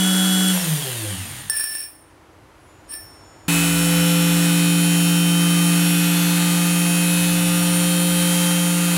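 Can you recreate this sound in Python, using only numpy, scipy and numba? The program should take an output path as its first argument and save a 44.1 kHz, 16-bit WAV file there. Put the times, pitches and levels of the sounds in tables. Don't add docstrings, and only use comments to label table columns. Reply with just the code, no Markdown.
import sys
import numpy as np
from scipy import signal
from scipy.fft import rfft, irfft, next_fast_len
from scipy.io import wavfile
from scipy.ndimage import uniform_filter1d
from numba import njit

SR = 44100
rng = np.random.default_rng(int(sys.argv[2]) if len(sys.argv) > 2 else 0)


def bounce(signal):
    frames = np.transpose(np.atleast_2d(signal))
    limited = np.clip(frames, -1, 1)
    pcm = np.round(limited * 32767).astype(np.int16)
    wavfile.write(sys.argv[1], SR, pcm)


N = 395577
TIME = np.arange(N) / SR
POWER_OFF_S, RELEASE_S, RESTART_S = .51, 2.84, 3.48
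FULL_SPEED_HZ, MAINS_PULSE_HZ = 186.3, 120


def undb(db):
    return 10 ** (np.asarray(db) / 20)

def unit(x):
    return x / np.sqrt(np.mean(x ** 2))

def curve(table):
    return np.interp(TIME, *np.transpose(table))

def fade(start, length):
    return np.clip((TIME - start) / length, 0, 1)

def walk(rate_hz):
    steps = signal.resample_poly(rng.standard_normal(int(rate_hz * N / SR) + 2), 10, 1)
    return np.interp(TIME * rate_hz * 10, np.arange(len(steps)), steps)

def colour(x, points):
    size = next_fast_len(N, real=True)
    hz, db = np.transpose(points)
    bins_hz = np.maximum(np.fft.rfftfreq(size, 1 / SR), 1)
    gain = undb(np.interp(np.log(bins_hz), np.log(hz), db))
    return unit(irfft(rfft(x, size) * gain, size)[:N])

def bell(hz, centre_hz, width_hz, peak_db):
    return peak_db / (1 + (2 * (hz - centre_hz) / width_hz) ** 2)

def tone(turns):
    return np.sqrt(2) * np.sin(2 * np.pi * (turns + rng.random()))

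def swells(table, edge_s, waver_hz, waver_db):
    out = 0
    for start, length, hz, db in table:
        gate = fade(start, edge_s) - fade(start + length - edge_s, edge_s)
        gain = gate * undb(db + waver_db * walk(15))
        out += gain * tone(np.cumsum(hz + waver_hz * walk(18)) / SR)
    return out

@njit
def ring(x, hz, loss):
    y, z, turn = np.empty(len(x)), 0j, np.exp(2j * np.pi * hz / SR)
    for i in range(len(x)):
        z = z * turn * (1 - loss[i] / SR) + x[i] + 1e-18
        y[i] = z.imag
    return y

def room(x, wet_db, t60):
    t = TIME[:SR // 2]
    tail = rng.standard_normal(len(t)) * np.exp(-np.log(1000) * t / t60) * (t > .004)
    return x + undb(wet_db) * signal.oaconvolve(x, tail / np.linalg.norm(tail))[:N]


# (time [s], level [dB])
ROOM_LEVEL = [(1.5, -56), (2.1, -50.5), (3.0, -47.5), (3.7, -47.5)]
# (frequency [Hz], level [dB])
ROOM_EQ = [(20, -32.5), (45, -8.5), (92, -3), (200, -17.5), (312, -7.5), (430, -13.5), (980, -14),
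           (2100, -22), (4000, -30.5), (7400, -35), (11000, -36), (15000, -47)]
# (start [s], length [s], pitch [Hz], level [dB])
THIN_TONES = [(2.57, 0.18, 10000, -69), (2.66, .18, 7000, -67), (2.82, .42, 6945, -68),
              (3.08, 0.45, 8640, -67.5), (3.22, 0.29, 6945, -57.5)]

def room_tone():
    air = undb(curve(ROOM_LEVEL)) * colour(rng.standard_normal(N), ROOM_EQ)
    drone = undb(-62.5 + 2.1 * walk(6.3)) * tone(np.cumsum(317 + 5 * walk(12)) / SR)
    return air + drone + swells(THIN_TONES, edge_s=.03, waver_hz=13, waver_db=2.5)


# (start [s], length [s], pitch [Hz], level [dB])
DRONES = [(3.47, .62, 76, -42), (4.18, .27, 73, -44), (4.25, 0.54, 122, -49), (5.75, .75, 118, -52),
          (7.05, .9, 54, -51), (7.15, 0.74, 108, -44.5), (8.05, 0.23, 84, -44), (8.3, .7, 82.6, -56)]
# (frequency [Hz], level [dB])
DRAUGHT_EQ = [(25, -33), (60, -5), (140, -2), (250, -3), (420, 4), (560, -7), (900, -13), (3000, -62)]

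def draught():
    drones = swells(DRONES, edge_s=.075, waver_hz=2.1, waver_db=-2)
    return drones + undb(-47.5) * colour(rng.standard_normal(N), DRAUGHT_EQ)


# (start [s], length [s], attack [s], release [s], level [dB], slope [dB/s])
SCRAPES = [(1.498, 0.343, 0.047, 0.022, -25.5, -22.5), (2.871, 0.07, 0.027, 0.01, -45.5, 200)]
# (time [s], level [dB])
STRIKES = [(1.498, -11), (1.523, -23), (1.547, -33), (1.570, -21), (1.597, -16.5), (1.608, -18),
           (1.64, -16), (1.752, -20), (2.938, -26.5), (2.953, -32)]
# (frequency [Hz], level [dB], free t60 [s])
DISC_MODES = [(1750, -26, 0.17), (1761, -4.5, 0.39), (1810, -27, 0.15), (5300, -18, 0.24),
              (5420, -7.5, 1.3), (5390, -12.5, 0.21), (5503, -8.5, 0.16), (8800, -18, .15),
              (8890, 4.5, 0.21), (8890, -6, 0.15), (9500, -3, .45), (9520, -9, 0.14), (10660, -3, .12),
              (10680, -0.5, .09), (11300, -22, .08), (11900, -12, .15), (14150, -13, .05), (14380, -7, .28),
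              (14400, -6, .04), (15500, -10, .07), (15500, -8, .1)]
# (frequency [Hz], level [dB])
CONTACT_EQ = [(300, -51), (1000, -62), (2400, 9.5), (4200, -8), (6800, -12), (8200, -33), (9600, 11),
              (12800, 2), (15500, 7.5)]

def magnet(strike_db=-10, scrape_db=-30, grit_db=-9, click_db=-18, held_t60=.28):
    pressure = 0
    for start, length, attack, release, db, slope in SCRAPES:
        age = TIME - start
        envelope = fade(start, attack) * np.exp(-np.maximum(age - length, 0) / release)
        pressure += envelope * undb(db + slope * np.clip(age, 0, length))
    scrape = unit(rng.standard_normal(N) * undb(4 * walk(700)))
    blows = np.zeros(N)
    for start, db in STRIKES:
        blows[int(start * SR)] += undb(db + strike_db)
    force = undb(scrape_db) * pressure * scrape + blows
    free = fade(RELEASE_S, .011)
    modes = 0
    for hz, db, t60 in DISC_MODES:
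        pull_db = 2.5 - 4 * abs(np.log2(hz / 5300))
        pluck = 1 + free * (undb(pull_db) - 1)
        loss = np.log(1000) * (1 / t60 + (1 - free) / held_t60 * hz / 9000)
        modes += undb(db) * ring(force * pluck, float(hz), loss)
    contact = undb(grit_db) * pressure * colour(scrape, CONTACT_EQ) + undb(click_db) * blows
    return room(modes, wet_db=-7.5, t60=.58) + room(contact, wet_db=4.5, t60=.3)


def grit(turns, rough_db, throb):
    grains = rng.standard_normal(N) * undb(rough_db * walk(900))
    return unit(grains * (1 + throb * np.cos(2 * np.pi * turns)))

def buzz(turns, bars_db=0, tracks=3, size=16384, harmonics=340):
    k = np.arange(harmonics)
    place = np.interp(np.arange(2 * N) / 2, np.arange(N), turns) % 1 * size
    out = 0
    for _ in range(tracks):
        levels = np.where((k % 8 == 0) & (k > 16), undb(bars_db), rng.rayleigh(np.sqrt(.5), harmonics))
        levels *= np.clip((k - 4) / 14, 0, 1)
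        track = unit(irfft(levels * np.exp(2j * np.pi * rng.random(harmonics)), size))
        out += np.repeat(walk(2.5), 2) * track[place.astype(int)]
    out = signal.resample_poly(out, 1, 2)
    return out / np.sqrt(uniform_filter1d(out ** 2, SR // 10) + 1e-6)


# (frequency [Hz], level [dB])
DRIVEN_EQ = [(220, -42), (380, -5), (560, -13), (729, -5.5), (1180, -7.5), (1470, -2), (2450, -10.5),
             (3280, -4), (3550, -8), (5480, -11.5), (7480, -6), (8200, -10), (8870, -6.5), (15500, -16.5)]
# (frequency [Hz], level [dB])
COAST_EQ = [(250, -13), (450, -4.5), (900, -2), (1300, -5), (1800, -1), (2400, -6), (3100, -1), (4200, -7),
            (5500, -11.5), (7000, -5), (8100, -10), (8900, -3), (10700, -5.5), (11500, -7.5), (15500, -13)]

def brushes(turns, powered, mains):
    driven = colour(grit(turns, rough_db=1, throb=.33) + undb(-3) * buzz(turns) * (1 + .57 * mains),
                    DRIVEN_EQ)
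    friction = undb(1) * grit(turns, rough_db=-1.5, throb=.22)
    coasting = colour(friction + room(buzz(turns, bars_db=3), wet_db=-3, t60=.2), COAST_EQ)
    out = np.sqrt(powered) * undb(-.7) * driven / driven[:SR].std()
    out += np.sqrt(1 - powered) * undb(.5) * coasting / coasting[:SR].std()
    return out + undb(-7.5) * unit(ring(rng.standard_normal(N), 8875., np.full(N, 130.)))

def rattle(turns, at_s=.736, width_s=.007, db=-28):
    burst = np.exp(-((TIME - at_s) / width_s) ** 2)
    return undb(db) * burst * colour(grit(turns, rough_db=4, throb=.99), COAST_EQ)


# (frequency [Hz], width [Hz], signed gain [linear])
MOUNT_MODES = [(182.1, 4.4, -2.7), (162.7, 4.0, 2.5), (150.5, 8.2, -2.1), (101.9, 2.5, -3.8),
               (92.3, 4.0, -3.1)]

def unbalance(hz, turns, db=-26):
    preroll = np.arange(-SR, 0) * FULL_SPEED_HZ / SR
    force = tone(np.r_[preroll, turns]) * np.r_[np.ones(SR), hz / FULL_SPEED_HZ] ** 2
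    sway = 0
    for mode_hz, width, gain in MOUNT_MODES:
        loss = np.full(len(force), np.pi * width)
        sway += gain * 2 * loss / SR * ring(force, float(mode_hz), loss)
    return undb(db) * (force + sway)[SR:]


# (frequency [Hz], width [Hz], gain [dB])
RESONANCES = [(510, 7, 14), (525, 8, 12), (1222, 16, 2), (2502, 9, 3), (2522, 9, 4), (2541, 10, 7),
              (2576, 14, 12), (3035, 14, 3), (3060, 12, 5), (3094, 10, 4.5), (3122, 9, -6),
              (3136.3, 3, -17), (3145, 8, 3), (5445, 50, 4), (5512, 45, 6), (5592, 20, 4), (8700, 77, -16),
              (9255, 70, 8.5), (10150, 130, 7)]

def lift(hz):
    return np.interp(TIME, TIME[::64], sum(bell(hz[::64], *row) for row in RESONANCES))

def whine(partials, hz, turns, wander_db, flutter_db):
    out = 0
    for order, db in partials:
        order = round(order)
        gain = undb(db + lift(order * hz) + wander_db * walk(2.465) + flutter_db * walk(30))
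        out += gain * tone(order * turns)
    return out


# (harmonic [x shaft speed], level [dB])
COAST_WHINE = [(24, -41.5), (32, -37.5), (40, -46), (48, -41), (56, -39), (64, -36), (72, -43), (80, -40),
               (88, -42), (96, -40), (104, -42), (112, -43)]

def coasting_whine(hz, turns, stop_hz=58, fade_hz=42):
    out = 0
    for order, db in COAST_WHINE:
        flare = undb(bell(order * hz, centre_hz=3140, width_hz=610, peak_db=8.7))
        out += flare * whine([(order, db)], hz, turns, wander_db=0, flutter_db=4.5)
    return out * np.clip((hz - stop_hz) / fade_hz, 0, 1)


# (harmonic [x shaft speed], level [dB])
FIRST_WHINE = [(2, -55), (3, -45), (4, -42), (8, -37), (16, -33), (18, -25.5), (20, -49), (21, -54),
               (22, -54.5), (24, -56), (31, -49), (32, -40.5), (40, -34.5), (41, -40), (45, -48), (46, -43),
               (47, -49), (48, -40), (49, -42), (52, -44), (53, -39), (55, -44), (56, -45), (60, -50),
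               (64, -39.5), (65, -50), (67, -48), (72, -50.5), (78, -45), (80, -57)]
# (harmonic [x shaft speed], level [dB])
COAST_KNOCK = [(2, -39), (3, -43.5), (4, -54.5), (5, -52.5)]

def first_run(hz, turns, mains, hiss_db=-24, hiss_db_per_hz=.1):
    powered = 1 - fade(POWER_OFF_S, .039)
    effort = undb(hiss_db_per_hz * (hz - FULL_SPEED_HZ))
    out = undb(hiss_db) * effort * brushes(turns, powered, mains) + unbalance(hz, turns)
    out += powered * whine(FIRST_WHINE, hz, turns, wander_db=1, flutter_db=1)
    knock = whine(COAST_KNOCK, hz, turns, wander_db=3, flutter_db=6) * effort ** .61
    bars = undb(-5.5) * coasting_whine(hz, turns) * effort
    out += (1 - powered) * room(knock + bars, wet_db=-3, t60=.41)
    return (out + rattle(turns)) * (1 - fade(1.39, .24))


# (time [s], level [dB])
HUM_LEVEL = [(3.5, -20.5), (3.76, -20.2), (3.98, -17.5), (4.5, -17.5), (5.72, -17), (6.05, -18.5),
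             (8.95, -19.5)]
# (frequency [Hz], level [dB])
SECOND_EQ = [(330, -32), (560, -11.5), (700, -3.5), (900, -3.5), (1150, -5.5), (1480, -2), (2300, -3.5),
             (2650, -4), (4200, -5.5), (5100, -11), (7300, -6.5), (10400, -7), (13000, -11.5),
             (15500, -14.5)]
# (harmonic [x shaft speed], level [dB])
SECOND_WHINE = [(2, -40.5), (4, -46), (5, -42), (7, -43), (8, -41.5), (16, -40), (17, -43), (20, -44.5),
                (22, -44), (25, -44), (26, -48), (32, -43.5), (40, -44), (41, -41.5), (48, -44), (49, -52),
                (52, -54), (53, -37), (55, -45), (56, -41), (58, -42), (59, -44.5), (60, -37.5), (64, -49),
                (67, -43), (72, -39.5), (80, -38.5)]
# (harmonic [x shaft speed], level [dB])
STEADY_WHINE = [(3, -45), (18, -35)]

def second_run(hz, turns, mains, surge_db=3.5, surge_s=.34):
    hiss_db = -25.5 + surge_db * np.exp(-np.maximum(TIME - RESTART_S, 0) / surge_s) + .68 * walk(4.23)
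    rubbing = grit(turns, rough_db=1, throb=.26) + undb(-1.5) * buzz(turns) * (1 + .42 * mains)
    out = undb(curve(HUM_LEVEL)) * tone(turns) + undb(hiss_db) * colour(rubbing, SECOND_EQ)
    out += undb(-1) * whine(SECOND_WHINE, hz, turns, wander_db=2, flutter_db=1.35)
    out += whine(STEADY_WHINE, hz, turns, wander_db=.4, flutter_db=0)
    return out + draught()


# (harmonic [x shaft speed], offset [x pulse rate], first run [dB], second run [dB])
SIDEBANDS = [(0, 2, -48, -45.5), (1, 1, -32.5, -27.5), (2, 1, -63, -52), (1, 2, -45, -45),
             (2, -1, -48, -65), (8, -1, -40.5, -58), (8, 1, -55, -42), (8, 2, -41.5, -76),
             (16, -2, -53, -37.5), (16, -1, -47, -41), (18, -1, -53, -46), (47, 1, -42, -55),
             (54, 1, -47, -50)]

def mains_sidebands(hz, turns, restarted, boost_db=2.5, easing_db_per_s=1.04):
    powered = 1 - fade(POWER_OFF_S, .039)
    hum_db = curve(HUM_LEVEL)
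    follow_db = .2 * (hum_db - hum_db[int(RESTART_S * SR):].mean())
    load = restarted * undb(follow_db + boost_db - easing_db_per_s * (TIME - RESTART_S))
    out = 0
    for order, offset, first_db, second_db in SIDEBANDS:
        order, shift_hz = round(order), round(offset) * MAINS_PULSE_HZ
        partial = undb(lift(order * hz + shift_hz)) * tone(order * turns + shift_hz * TIME)
        out += partial * undb(.51 * walk(1.72)) * (powered * undb(first_db) + load * undb(second_db))
    return out


def coasting_speed(friction_hz_per_s=126, drag_per_turn=.0011):
    knee_hz = np.sqrt(friction_hz_per_s / drag_per_turn)
    coast_s = np.maximum(TIME - POWER_OFF_S, 0)
    angle = np.arctan(FULL_SPEED_HZ / knee_hz) - friction_hz_per_s / knee_hz * coast_s
    return knee_hz * np.tan(np.maximum(angle, 0))


# (time [s], shaft speed [Hz])
WARMING_SPEED = [(3.47, 168.2), (4, 170), (4.6, 171.3), (5.6, 172.1), (6.6, 173.4), (7.2, 173.9),
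                 (8, 174.8), (8.4, 174.85), (8.97, 173.9)]

def rotary_tool():
    hz = np.where(TIME < RESTART_S, coasting_speed(), curve(WARMING_SPEED))
    turns = np.cumsum(hz * (1 + .00023 * walk(14))) / SR
    restarted = fade(RESTART_S, .003)
    mains = np.cos(2 * np.pi * MAINS_PULSE_HZ * TIME)
    runs = first_run(hz, turns, mains) + restarted * second_run(hz, turns, mains)
    return runs + mains_sidebands(hz, turns, restarted)


def scene():
    mono = rotary_tool() + magnet() + room_tone()
    return np.array([mono, mono])

def record(dry, top_hz=15750):
    return signal.sosfilt(signal.ellip(10, .2, 80, top_hz, fs=SR, output="sos"), dry)


dry = scene()
out = record(dry)
bounce(out)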